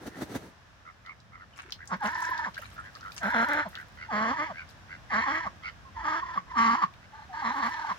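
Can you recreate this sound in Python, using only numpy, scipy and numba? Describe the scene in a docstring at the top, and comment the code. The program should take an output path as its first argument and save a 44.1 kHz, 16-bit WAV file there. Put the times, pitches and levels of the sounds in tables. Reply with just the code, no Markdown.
"""A domestic duck gives seven long, harsh quacks that swing between a full low voice and a strained
squeal and end in a grunt: pulses from its syrinx ring windpipe, throat, bill and nose. The stereo
microphone is on a lawn beside a metal barn, with the flock off centre at a muddy puddle.
One duck beats its wings first, and soft chuckles fall between the calls. Dry leaves snap and crackle
in the grass, the puddle sloshes with a few splashes, and far off the open air rumbles faintly."""
import sys
import numpy as np
from scipy import signal
from scipy.fft import rfft, irfft, next_fast_len
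from scipy.io import wavfile
from scipy.ndimage import uniform_filter1d
from numba import njit

SR = 44100
rng = np.random.default_rng(int(sys.argv[2]) if len(sys.argv) > 2 else 0)


def log_audio(samples):
    """Write samples as a 16-bit WAV file to the path given in sys.argv[1]."""
    # one column per channel
    frames = np.atleast_2d(samples).T
    # limit to full scale, then quantise
    limited = np.clip(frames, -1, 1)
    pcm = np.round(limited * 32767).astype(np.int16)
    wavfile.write(sys.argv[1], SR, pcm)


N = 351918
TIME = np.arange(N) / SR

# snaps and ticks of dry leaves, with a few water splashes: (time [s], level [dB], centre [Hz])
SNAPS_AND_SPLASHES = [(1.04, -63, 1500), (1.062, -48.5, 3630), (1.202, -57, 4500), (1.594, -50, 2600),
                      (1.62, -52.5, 6500), (1.706, -48, 4470), (1.722, -30.5, 3600), (1.855, -64, 6000),
                      (1.875, -39, 6100), (2.039, -49, 9100), (2.056, -56, 7400), (2.073, -41.5, 5530),
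                      (2.147, -47, 5000), (2.2196, -42, 6100), (2.226, -44, 6500), (2.2525, -42, 5850),
                      (2.301, -50, 12500), (2.378, -41.5, 3950), (2.545, -44, 3650), (2.582, -52, 12000),
                      (2.618, -52, 12100), (2.702, -58, 7400), (2.741, -58, 12900), (2.799, -59.5, 7900),
                      (2.952, -44, 4300), (3.009, -49, 4460), (3.12, -42, 4170), (3.145, -49, 12400),
                      (3.164, -41, 5800), (3.1793, -38.5, 5955), (3.689, -51, 11200), (3.7534, -34.5, 3216),
                      (6.938, -51, 2790)]
# within a quack the voice breaks into its full low register: (start [s], length [s], first pitch [Hz],
# last pitch [Hz], air sac [dB], throat lift [dB], bill lift [dB], hoarseness re the squeal [ratio])
BREAKS = [(1.92, .035, 173.6, 166.1, -36.5, 8, 4, 1.37), (2.043, 0.033, 196, 202.8, -36, 5.5, 5, 1.6),
          (3.237, 0.052, 180.1, 226.2, -37, -1, -0.5, 2.1), (3.344, 0.1, 228.1, 228.2, -35, 4, 5, 1.5),
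          (3.484, 0.13, 292.7, 297.3, -41.5, 1.5, 2.5, 1.4),
          (4.123, 0.19, 203.8, 230.4, -38.5, 4, 5.5, 1.3), (4.303, 0.022, 267.3, 271.5, -39, 4.5, -0.5, 1),
          (4.387, 0.056, 275.7, 318, -43, 3, 5.5, 1), (5.128, 0.078, 198.3, 225.1, -41, 1.5, 3, 1.2),
          (5.273, 0.049, 267.9, 280.5, -42.5, 5, 0.5, 1), (5.324, .07, 315.8, 321, -48.5, 3.5, 4, 1.2),
          (6.043, 0.15, 303.5, 333.8, -49, 9.5, 9.5, 1.1), (6.568, 0.18, 226.1, 230.5, -35, 5.5, 4, 1.23),
          (7.44, .075, 214.6, 241, -42, 6, 5.5, 1.9), (7.558, 0.056, 262.8, 282, -45.5, 3, 2.5, 1.9),
          (7.624, 0.059, 219, 234.3, -41, 7, 7.5, 1.8)]
# the grunt and yelp that close each long quack: (time [s], throat [dB], air sac [dB], yelp [dB])
GRUNTS = [(2.48, -40.5, -44.5, -34), (3.668, -40.5, -42, -41), (4.509, -37.5, -48, -38),
          (5.471, -35, -45.5, -30.5), (6.377, -53, -45, -18), (6.839, -30, -39.5, -16),
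          (7.915, -33, -46, -22)]
BREAK_EDGE_S = 0.009   # how fast the register changes over
THROB_PER_S = 37   # the squeal pulses in level and pitch


def from_db(db):
    """Decibels to gain."""
    return 10 ** (np.asarray(db) / 20)


def rms_one(x):
    """Scale to unit power."""
    return x / np.sqrt(np.mean(x ** 2) + 1e-20)


def even(x, size=900):
    """Hold the short-term power at one."""
    return x / np.sqrt(np.abs(uniform_filter1d(uniform_filter1d(x * x, size), size)) + 1e-12)


def blend(a, b, share):
    """Crossfade at constant power."""
    return np.sqrt(1 - share) * a + np.sqrt(share) * b


def in_time(rows):
    """The columns of a curve, sample by sample."""
    s, *columns = np.transpose(rows)
    return [np.interp(TIME, s, c) for c in columns]


def drift(per_s):
    """Smooth random wander of spread one."""
    knots = rng.standard_normal(int(2 * per_s * N / SR) + 2)
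    return rms_one(np.interp(TIME * 2 * per_s, np.arange(len(knots)), knots))


def gate(start, length, attack, release):
    """Attack, hold and release with rounded edges, from 0 to 1."""
    return (1 + np.tanh((TIME - start) / attack)) * (1 + np.tanh((start + length - TIME) / release)) / 4


def swells(rows):
    """Bell-shaped bursts whose powers add, from rows of (time [s], level [dB], half length [s])."""
    powers = (from_db(db) ** 2 * np.exp(-np.minimum(((TIME - s) / half) ** 2, 20))
              for s, db, half in rows)
    return np.sqrt(sum(powers))


def at_hz(points, hz):
    """Read a spectrum on a log-frequency axis."""
    f, value = np.transpose(points)
    return np.interp(np.log(hz + 1), np.log(f), value)


def colour(x, gain):
    """Filter by a gain given as a function of frequency."""
    size = next_fast_len(N + 4096)
    return irfft(rfft(x, size) * gain(np.arange(size // 2 + 1) * SR / size), size)[..., :N]


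def band(x, hz, kind, order=2):
    """Butterworth filter."""
    return signal.sosfilt(signal.butter(order, hz, kind, fs=SR, output="sos"), x + 1e-18)


def resonate(x, hz, width_hz, count=1):
    """A fixed resonance, applied count times for steeper skirts."""
    r = np.exp(-np.pi * width_hz / SR)
    feedback = [1, -2 * r * np.cos(2 * np.pi * hz / SR), r * r]
    for _ in range(count):
        x = signal.lfilter(np.array([1, 0, -1]) * (1 - r * r) / 2, feedback, x + 1e-18)
    return x


@njit
def two_pole(x, turn, r):
    """Resonator with pole radius r whose centre, turn [radians per sample], moves."""
    y = np.zeros(len(x))
    for i in range(2, len(x)):
        y[i] = (1 - r) * (x[i] - x[i - 2]) + 2 * r * np.cos(turn[i]) * y[i - 1] - r * r * y[i - 2]
    return y


def cavity(x, hz, width_hz):
    """An air resonance whose centre may move."""
    return two_pole(x + 1e-18, np.full(N, 2 * np.pi * hz / SR), np.exp(-np.pi * width_hz / SR))


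def steep_cavity(x, hz, width_hz):
    """An air resonance with steep skirts."""
    return cavity(cavity(x, hz, width_hz), hz, 2 * width_hz)


def pulses(cycles):
    """A unit click at every whole cycle, shared between two samples."""
    at = np.flatnonzero(np.diff(np.floor(cycles)) > 0)
    late = (np.floor(cycles[at + 1]) - cycles[at]) / (cycles[at + 1] - cycles[at])
    out = np.zeros(N)
    out[at], out[at + 1] = 1 - late, late
    return out


def glides(rows, edge_s, waver):
    """Short, nearly pure tones that slide from one pitch to another."""
    hz, = in_time([point for s, length, _, first, last in rows
                   for point in [(s, first), (s + length, last)]])
    level = sum(gate(s, length, edge_s, edge_s) * from_db(db) for s, length, db, *_ in rows)
    cycles = np.cumsum(hz * (1 + waver * drift(100))) / SR
    return level * np.sqrt(2) * np.sin(2 * np.pi * cycles)


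def stereo_noise(spectrum, likeness):
    """Coloured noise, partly shared by the two sides of the microphone."""
    mid, side = rng.standard_normal((2, N))
    mid = colour(mid, lambda hz: np.sqrt(1 + at_hz(likeness, hz)))
    side = colour(side, lambda hz: np.sqrt(1 - at_hz(likeness, hz)))
    return rms_one(colour(mid + side * [[1], [-1]], lambda hz: from_db(at_hz(spectrum, hz))))


def open_air(split_hz=400):
    """A far rumble that swells slowly, under a soft hiss."""
    # colour of the open air: (frequency [Hz], density [dB])
    spectrum = [(15, -50), (25, -6.5), (86, -4.5), (389, -23), (684, -16), (848, -17.5), (1020, -15.5),
                (1270, -16.5), (1710, -15), (2060, -22), (3720, -26.5), (4380, -30.5), (5430, -28),
                (8810, -43.5), (15500, -49.5)]
    # its slow rise and fall: (time [s], rumble [dB], hiss [dB])
    levels = [(0, -54.5, -53.5), (1.3, -53.5, -58.5), (3.0, -50.5, -52.5), (4.5, -49.5, -52.5),
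              (5.5, -47, -52.5), (6.1, -49, -54), (7.1, -50, -54), (7.98, -52.5, -47)]
    # how alike it is on the two sides: (frequency [Hz], correlation [0-1])
    likeness = [(40, .35), (90, .68), (300, .7), (700, .3), (1500, .05), (15000, .05)]
    rumble_db, hiss_db = in_time(levels)
    rumble = band(stereo_noise(spectrum, likeness), split_hz, "low") * from_db(rumble_db + drift(1.7))
    hiss = band(stereo_noise(spectrum, likeness), split_hz, "high") * from_db(hiss_db)
    return rumble + hiss


def bumps(half_s=0.026):
    """A few cycles of deep, soft thud."""
    # dull low bumps: (time [s], level [dB], pitch [Hz])
    thuds = [(5.79, -50, 61), (5.96, -44, 85.2), (5.995, -43, 56.6)]
    return sum(swells([(s, db, half_s)]) * np.sin(2 * np.pi * hz * (TIME - s)) for s, db, hz in thuds)


def yard(x, ground_db=-3.5, decay_s=0.016, wall_s=0.021, wall_db=-25, tail_db=-24, t60_s=0.32):
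    """The ground scatters the treble at once; the barn wall answers and the trees add a faint tail."""
    t = TIME[:SR // 2]
    unit = lambda h: h / np.sqrt(np.sum(h * h, axis=1, keepdims=True))
    ground, wall, tail = rng.standard_normal((3, 2, len(t)))
    ground = unit(band(ground * np.exp(-t / decay_s), 2200, "high"))
    wall = unit(wall * (t > wall_s) * np.exp(-np.abs(t - wall_s) / decay_s))
    tail = band(unit(tail * from_db(-60 * t / t60_s)), 5000, "low", order=1)
    echo = from_db(ground_db) * ground + from_db(wall_db) * wall + from_db(tail_db) * tail
    return x + signal.fftconvolve(x, echo, axes=1)[:, :N]


def leaves(grains_per_s=400, crunch_lag_s=0.028, crunch_db=-72, crunch_half_s=0.0077):
    """Dry leaves and grass crackle in small clumps of grains; a faint crunch trails the louder snaps."""
    # colour of the crackle: (frequency [Hz], density [dB])
    spectrum = [(800, -5), (2000, -6), (4000, 8.5), (7000, 1), (9000, -2.5), (15500, -3)]
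    # longer rustles on the lawn: (time [s], level [dB], half length [s])
    rustles = [(2.2, -62, 0.19), (2.75, -73, 0.049), (3.38, -57.5, 0.27), (7.65, -64.5, 0.16)]
    born = rng.random(N) < grains_per_s * from_db(5 * drift(20)) / SR
    grains = born * from_db(4.5 * np.minimum(rng.exponential(1, N), 4)) * rng.standard_normal((2, N))
    crackle = colour(grains, lambda hz: from_db(at_hz(spectrum, hz)))
    crunches = [(s + crunch_lag_s, crunch_db, crunch_half_s)
                for s, db, _ in SNAPS_AND_SPLASHES if db > -45]
    return swells(rustles + crunches) * rms_one(band(crackle, 500, "high"))


def drips():
    """Single bubbles chirp in the puddle."""
    # bubbles: (start [s], length [s], level [dB], first pitch [Hz], last pitch [Hz])
    chirps = [(1.535, 0.0048, -51.5, 3040, 2860), (1.654, 0.0067, -50.5, 336, 360),
              (1.683, 0.0049, -48, 354, 414), (2.291, 0.0058, -43, 562, 320),
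              (2.591, 0.0093, -44.5, 670, 540), (2.648, 0.015, -56, 3710, 4350),
              (2.99, 0.01, -58, 2860, 3020)]
    return glides(chirps, edge_s=0.004, waver=0.0072)


def sloshes(bubbles_per_s=1100, ring_cycles=14):
    """Stirred water fizzes: tiny bubbles ring briefly, the higher the fainter, over a duller gulp."""
    # stirrings of the puddle: (time [s], fizz [dB], half length [s], gulp [dB])
    stirs = [(1.572, -54, 0.01, -57), (1.596, -65, 0.0074, -41.5), (1.644, -71, 0.08, -54),
             (2.059, -44, 0.005, -63), (2.24, -56.5, 0.011, -52.5), (2.599, -55.5, 0.015, -58),
             (2.65, -59.5, 0.1, -55.5), (2.852, -59.5, 0.01, -59), (2.965, -66, 0.011, -56),
             (3.125, -51, 0.0059, -59), (3.176, -41, 0.0061, -42), (4.702, -56, 0.012, -71)]
    pitches = np.geomspace(2200, 13000, 16)
    gains = from_db(-5 * np.log2(pitches / pitches[0])) / np.sqrt(pitches)
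    born = rng.random(N) < bubbles_per_s / SR
    kicks = born * from_db(4 * np.minimum(rng.exponential(1, N), 3)) * rng.standard_normal((2, N))
    pitch_index = rng.integers(0, len(pitches), N)
    fizz = sum(gains[k] * resonate(kicks * (pitch_index == k), hz, hz / ring_cycles)
               for k, hz in enumerate(pitches))
    gulp = resonate(kicks, hz=1300, width_hz=1300, count=2)
    fizz_level = swells([(s, db, half) for s, db, half, _ in stirs])
    gulp_level = swells([(s, db, half) for s, _, half, db in stirs])
    return fizz_level * rms_one(fizz) + gulp_level * rms_one(gulp)


def snaps_and_splashes(click_s=.002, tail_s=.014, tail_db=-22):
    """Sharp snaps and ticks of dry leaves, with a few water splashes; each a click with a short tail."""
    out, t = np.zeros((2, N)), TIME[:SR // 10]
    envelope = np.exp(-t / click_s) + from_db(tail_db) * np.exp(-t / tail_s)
    for s, db, hz in SNAPS_AND_SPLASHES:
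        noise = rng.standard_normal((2, len(t))) * envelope
        burst = resonate(noise, hz, .55 * hz, count=2) + .04 * noise
        at = int(s * SR)
        out[:, at:at + len(t)] += 2.825 * from_db(db) * burst / np.abs(burst).max()
    return out


def wings(thump_hz=270, thump_width_hz=130, thump_lag_s=0.00337, flick_hz=4500):
    """Feathers swish up and down, then ruffle; each downstroke ends in a flick and a soft thump."""
    # wingbeats, at the end of the downstroke: (time [s], level [dB])
    beats = [(0.073, -36.5), (0.224, -32.5), (.358, -31.5)]
    # colour of the feathers' swish: (frequency [Hz], density [dB])
    spectrum = [(35, -45), (60, -2.5), (312, 2.5), (869, -7.5), (1070, -12), (1960, -11), (2360, -23),
                (4520, -22), (5200, -28.5), (5980, -22), (6560, -27.5), (11200, -31), (15500, -36)]
    # how alike it is on the two sides: (frequency [Hz], correlation [0-1])
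    likeness = [(60, 1), (400, 0.89), (1500, 0.45), (15000, 0.025)]
    swish = swells([stroke for s, db in beats for stroke in [
        (s - 0.037, db - 9, 0.02),   # upstroke
        (s, db, 0.011),   # downstroke
        (s + 0.075, db - 16, 0.049)]])   # ruffle
    t = TIME - thump_lag_s
    thump = sum(from_db(db + 2.5) * np.exp(-((t - s) * thump_width_hz) ** 2)
                * np.sin(2 * np.pi * thump_hz * (t - s)) for s, db in beats)
    tips = band(rng.standard_normal((2, N)), flick_hz, "high", order=1)
    flick = swells([(s, db - 14, 0.0033) for s, db in beats]) * tips
    return swish * stereo_noise(spectrum, likeness) + flick + thump


def scatter(x, share):
    """Paths off the grass and the bird's own body smear each pulse over a few milliseconds."""
    for lag in (47, 71, 109):   # samples
        taps = np.r_[share, np.zeros(lag), 1]
        x = np.roll(signal.lfilter(taps, taps[::-1], x + 1e-18), -lag)   # centred on the pulse
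    return x


def off_centre(x):
    """The microphone's left port hears the ducks first, and its housing shades each side differently."""
    # shading by the housing: (frequency [Hz], left re right [dB])
    balance = [(300, -2.5), (650, 1.5), (1100, -2.5), (1550, 2.5), (2100, -6), (2900, 1), (5000, -1),
               (15000, -2)]
    # earlier arrival on the left: (frequency [Hz], phase lead [rad])
    lead = [(0, 0), (800, .7), (1280, 1.9), (1950, .7), (2580, 3), (3350, 5.6), (4600, 7.2), (7750, 12.6),
            (16000, 24)]
    delay = lambda hz: np.exp(-1j * np.interp(hz, *np.transpose(lead)))
    left = colour(x, lambda hz: from_db(at_hz(balance, hz) / 2))
    right = colour(x, lambda hz: from_db(-at_hz(balance, hz) / 2) * delay(hz))
    return np.array([left, right])


def chuckles(pops_per_s=87, width_hz=130, edge_hz=2800, fade_db=11, droop=0.093, rise_share=0.55):
    """A slack syrinx opens in slow pops; the bill opens and closes, so its resonances arch."""
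    # soft chuckles: (start [s], length [s], level [dB], lower resonance [Hz], upper resonance [Hz],
    # upper re lower [dB], bright ring re lower [dB])
    notes = [(0.114, 0.079, -48.5, 1400, 1950, 5, -24), (0.849, 0.069, -44.5, 1330, 2020, -6.5, -38),
             (1.045, 0.087, -42, 1335, 2140, 1.5, -25), (1.318, 0.068, -47, 1390, 2080, -3.5, -30),
             (1.388, 0.06, -46.5, 1490, 1880, -4, -25), (1.789, 0.061, -43, 1630, 1880, -3, -41),
             (2.565, 0.027, -34.5, 1510, 1740, -7, -28), (2.614, 0.032, -41.5, 1390, 1765, -5, -23),
             (2.764, 0.055, -37.5, 1450, 1750, -9, -38), (2.818, 0.09, -45.5, 1651, 2010, -7, -26),
             (2.949, 0.027, -43.5, 1300, 1589, -5, -28), (3.007, 0.11, -40, 1418, 1830, -11, -29),
             (3.729, 0.11, -39.5, 1580, 1943, -2, -28), (3.972, 0.1, -40.5, 1530, 2050, 1.5, -16),
             (4.534, 0.11, -40, 1590, 2320, -2.5, -20.5), (4.885, 0.082, -41, 1558, 2123, -2, -21),
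             (5.628, 0.078, -35, 1414, 2203, 2, -13), (7.012, 0.052, -55, 1685, 2070, -2, -11)]
    arches = []
    for s, length, db, hz, upper_hz, *bright in notes:
        closed = (db - fade_db, hz * (1 - droop), upper_hz * (1 - droop), *bright)
        opened = (db, hz, upper_hz, *bright)
        arches += [(s, *closed), (s + rise_share * length, *opened), (s + length, *closed)]
    db, hz, upper_hz, upper_db, ring_db = in_time(arches)
    inside = sum((TIME > s) & (TIME < s + length) for s, length, *_ in notes)
    sounding = uniform_filter1d(np.minimum(inside, 1.), size=300)
    cycles = np.cumsum(pops_per_s * (1 + .08 * drift(40) + .08 * drift(3))) / SR
    air = rms_one(rng.standard_normal(N) * np.exp(-3 * (cycles % 1)))
    pops = rms_one(pulses(cycles)) * from_db(3 * drift(60)) + .55 * air
    chirp = .95 + .16 * (cycles % 1)   # each pop slides upward
    rung = lambda centre: even(steep_cavity(pops, centre * (chirp + .05 * drift(30)), width_hz))
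    ring = even(steep_cavity(pops, hz=4520, width_hz=700)) + from_db(5) * rung(edge_hz)
    tone = rung(hz) + from_db(upper_db) * rung(upper_hz) + from_db(ring_db) * ring
    return band(sounding * from_db(db) * even(tone), 7600, "low", order=4)


def squeaks():
    """Thin falling squeaks as the voice sets in or lets go."""
    # squeaks: (start [s], length [s], level [dB], first pitch [Hz], last pitch [Hz])
    slides = [(2.012, .026, -32.5, 920, 800), (3.212, 0.014, -43, 720, 618), (3.655, 0.02, -39, 740, 586),
              (4.088, 0.037, -38, 910, 702), (4.495, 0.031, -41, 800, 570), (5.105, .016, -40.5, 830, 720),
              (5.453, 0.016, -38.5, 930, 607.4), (5.85, 0.047, -50.5, 1080, 1054),
              (5.966, 0.053, -38.5, 930, 885.2), (6.534, 0.029, -36, 1060, 879),
              (7.133, .012, -47, 880, 816.7), (7.295, 0.046, -45, 770, 729)]
    return glides(slides, edge_s=0.0045, waver=0.01556)


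def yelps(hz=1098, lead_s=0.0024, rise_s=0.0034, waver=0.0443):
    """As the pitch collapses, a last push of air makes the throat ring out and die at once."""
    level = 0
    for s, *_, db in GRUNTS:
        age = np.maximum(TIME - s + lead_s, 0) / rise_s
        level = level + from_db(db) * age * np.exp(1 - np.minimum(age, 40))
    return level * np.sin(2 * np.pi * np.cumsum(hz * (1 + waver * drift(90))) / SR)


def quack_contours(attack_s=0.015, release_s=0.014, arch_share=.08):
    """Each quack sets in, holds and stops while its pitch arches; the tract is set anew for each."""
    # each quack as a strained squeal: (start [s], length [s], throat [dB], fade over the call [dB],
    # bill re throat [dB], pitch [Hz], throat [Hz], bill [Hz], windpipe [dB],
    # lower nasal resonance [Hz], its level [dB], upper nasal resonance [Hz], its level [dB])
    calls = [(1.912, 0.04, -34.5, 3, -0.5, 290, 1045, 1500, -8, 3380, -13, 4600, -14),
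             (2.018, 0.452, -35.5, 0, -0.5, 320.2, 1010, 1580, -5, 3730, -22, 4300, -17),
             (3.226, 0.41, -37, 1.5, 7, 326.2, 900, 1400, -5, 3560, 4, 4170, 3),
             (4.111, 0.37, -34, 2, -4, 324.3, 1127, 1716, -3, 3390, 1.5, 4690, -1.5),
             (5.115, 0.34, -31, 6, 0, 337.5, 1120, 1825, -7, 3300, 1.5, 4496, -2.5),
             (5.963, 0.43, -40, -1.5, -5, 340.2, 1135, 1651, -5.5, 3440, -0.5, 4750, -6),
             (6.484, 0.0511, -45, -3.5, -6.5, 347.5, 1160, 1692, -17, 3200, -17, 4192, -16),
             (6.565, 0.27, -27, 3, -7.5, 335.2, 1150, 1806, -27, 3235, -0.5, 4562, -0.5),
             (7.135, 0.11, -50.5, -0.5, -3.5, 293, 1130, 1792, -27, 3406, -15.5, 4314, 7.5),
             (7.338, 0.57, -36, -0.5, -5.5, 317.7, 1066, 1655, -10.5, 3430, -13, 4408, 0.5)]
    throat = bill = 1e-6
    settings, arch = [], 1
    for s, length, db, fade_db, bill_db, *shape in calls:
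        on = gate(s, length, attack_s, release_s)
        progress = np.clip((TIME - s) / length, 0, 1)
        level = on * from_db(db - fade_db * progress)
        throat, bill = throat + level, bill + level * from_db(bill_db)
        arch = arch + on * arch_share * (np.sin(np.pi * progress) - 2 / np.pi)
        settings += [(s, *shape), (s + .9 * length, *shape)]
    pitch, *tract = in_time(settings)
    return throat, bill, pitch * arch, tract


def registers(throb, glide_s=.012, grunt_hz=187.5, fall_octaves_per_s=8, grunt_half_s=0.01, waver=.012):
    """Breaks and grunts pull the squeal's pitch down and set the air sac going."""
    throat, bill, pitch, tract = quack_contours()
    sac = throat * from_db(-27)   # faint while squealing
    lift_db = np.zeros((2, N))
    throb_db = 4 * np.sin(2 * np.pi * throb)
    for s, length, first_hz, last_hz, sac_db, *louder_db, _ in BREAKS:
        full = gate(s, length, BREAK_EDGE_S, BREAK_EDGE_S)
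        sac += full * from_db(sac_db)
        lift_db += np.outer(louder_db, full)
        throb_db *= 1 - full
        pull = gate(s - glide_s / 2, length + glide_s, glide_s, glide_s)
        pitch += pull * (np.interp(TIME, [s, s + length], [first_hz, last_hz]) - pitch)
    for s, *_ in GRUNTS:
        falling = grunt_hz * 2 ** (-fall_octaves_per_s * np.clip(TIME - s, -.05, .05))
        pull = gate(s - .017, .08, BREAK_EDGE_S, BREAK_EDGE_S)   # ahead of the loudest moment
        pitch += pull * (falling - pitch)
    grunt = swells([(s, db, grunt_half_s) for s, db, _, _ in GRUNTS])
    sac += swells([(s, db, grunt_half_s) for s, _, db, _ in GRUNTS])
    throat = throat * from_db(lift_db[0] + throb_db) + grunt
    bill = bill * from_db(lift_db[1]) + grunt * from_db(-8.5)
    return pitch * (1 + waver * drift(25)), 20 * np.log10([sac, throat, bill]), tract


def syrinx(pitch, strain, jitter=.011, strained_jitter=.012, limp=.25):
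    """Membranes pulse, strong and weak in turn when hoarse, and air escapes at each opening."""
    hoarse = 1 + sum(gate(s, length, BREAK_EDGE_S, BREAK_EDGE_S) * (ratio - 1)
                     for s, length, *_, ratio in BREAKS)
    cycles = np.cumsum(pitch * (1 + (jitter * hoarse + strained_jitter * strain) * drift(60))) / SR
    uneven = from_db(1.4 * hoarse * drift(150)) * (1 + limp * (hoarse - 1) * np.cos(np.pi * cycles))
    air = hoarse * rms_one(rng.standard_normal(N) * np.exp(-2.5 * (cycles % 1)))
    return cycles, even(pulses(cycles) * uneven), air


def squeal(cycles, pitch, throb, creak_hz=12):
    """Stretched membranes whistle near the third harmonic and higher up, creaking with each throb."""
    creak = creak_hz / (2 * np.pi * THROB_PER_S) * np.sin(2 * np.pi * throb)
    low = 3 * cycles + creak + .05 * drift(110)
    high = np.cumsum(5.45 * pitch * (1 + .03 * drift(35))) / SR + creak
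    return np.sqrt(2) * np.sin(2 * np.pi * np.array([low, high]))


def nose(source, lower_hz, lower_db, upper_hz, upper_db, width_hz=460, wander=.018, swell_db=2.5):
    """Two nasal resonances that wander and swell as the bill works."""
    out = 0
    for hz, db in [(lower_hz, lower_db), (upper_hz, upper_db)]:
        level = from_db(db - 9 + swell_db * drift(10))
        out = out + level * even(steep_cavity(source, hz * (1 + wander * drift(9)), width_hz))
    return out


def rasp(source):
    """The harsh overtones above the bill resonance."""
    # colour of the rasp: (frequency [Hz], density [dB])
    spectrum = [(2300, 7), (2900, 7), (3400, 5), (3800, 3), (4600, 3), (5300, 4), (5800, 2), (6500, -4),
                (6950, -3), (7600, -12), (8600, -29), (11000, -22), (15500, -24)]
    return even(band(colour(source, lambda hz: from_db(at_hz(spectrum, hz))), 1900, "high", order=4))


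def quacks(throb_pitch_share=.022, bill_wander=.07):
    """Pulses and chopped air ring the tract; as the low voice drops out, the squeal takes over."""
    throb = np.cumsum(THROB_PER_S * (1 + .3 * drift(20))) / SR
    pitch, (sac_db, throat_db, bill_db), tract = registers(throb)
    throat_hz, bill_hz, windpipe_db, *nasal = tract
    strain = np.clip((pitch - 250) / 80, 0, 1)
    # the voice is thin where the air sac is weak and the pitch high
    thin = np.clip((throat_db - sac_db - 9) / 18, 0, 1) * np.clip((pitch - 262) / 35, 0, 1)
    pitch = pitch * (1 + throb_pitch_share * strain * np.cos(2 * np.pi * throb))
    cycles, buzz, air = syrinx(pitch, strain)
    low_whistle, high_whistle = squeal(cycles, pitch, throb)

    windpipe = cavity(buzz + .45 * air, hz=600, width_hz=300)
    windpipe = even(band(windpipe, [420, 820], "band"))
    throat = cavity(buzz + .45 * air, throat_hz, width_hz=170)
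    throat = even(band(throat, [800, 1290], "band", order=3))
    throat = blend(throat, low_whistle, .85 * thin)
    bill = cavity(buzz + (.7 + thin / 2) * air, bill_hz * (1 + bill_wander * drift(13)), width_hz=340)
    bill = even(band(bill, [1350, 2100], "band", order=3))
    bill = blend(bill, high_whistle, .75 * thin * strain)
    breathy = buzz + .75 * air
    top = (rasp(breathy) + nose(breathy, *nasal)) * from_db(-thin)
    sac = np.sin(2 * np.pi * cycles) + from_db(-18.5) * np.sin(4 * np.pi * cycles)
    sac *= np.sqrt(2) * from_db(1.65 * drift(90))

    low = from_db(sac_db) * sac + from_db((sac_db + bill_db) / 2 + windpipe_db - 8 * thin) * windpipe
    middle = from_db(throat_db + 1) * throat
    upper = from_db(bill_db) * bill + (from_db(bill_db - 27) + from_db(throat_db - 22)) * top
    flutter = lambda: from_db((1.2 + .8 * strain + .5 * thin) * drift(60))
    return low + middle * flutter() + upper * flutter()


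def scene():
    """At the microphone: ducks, water and leaves with the yard's echo, over far air and low bumps."""
    calls = scatter(quacks(), share=0.45) + yelps() + squeaks()
    ducks = off_centre(calls + scatter(chuckles(), share=0.17))
    clicks = snaps_and_splashes()
    water = sloshes() + drips()
    return yard(ducks + wings() + clicks + water + leaves()) + open_air() + bumps()


def record(dry, low_cut_hz=48, high_cut_hz=15900):
    """The deepest bass and the top are cut from the microphone's signal."""
    thinned = band(dry, low_cut_hz, "high", order=6)
    return signal.sosfilt(signal.ellip(10, .1, 80, high_cut_hz, fs=SR, output="sos"), thinned)


dry = scene()
out = record(dry)
log_audio(out)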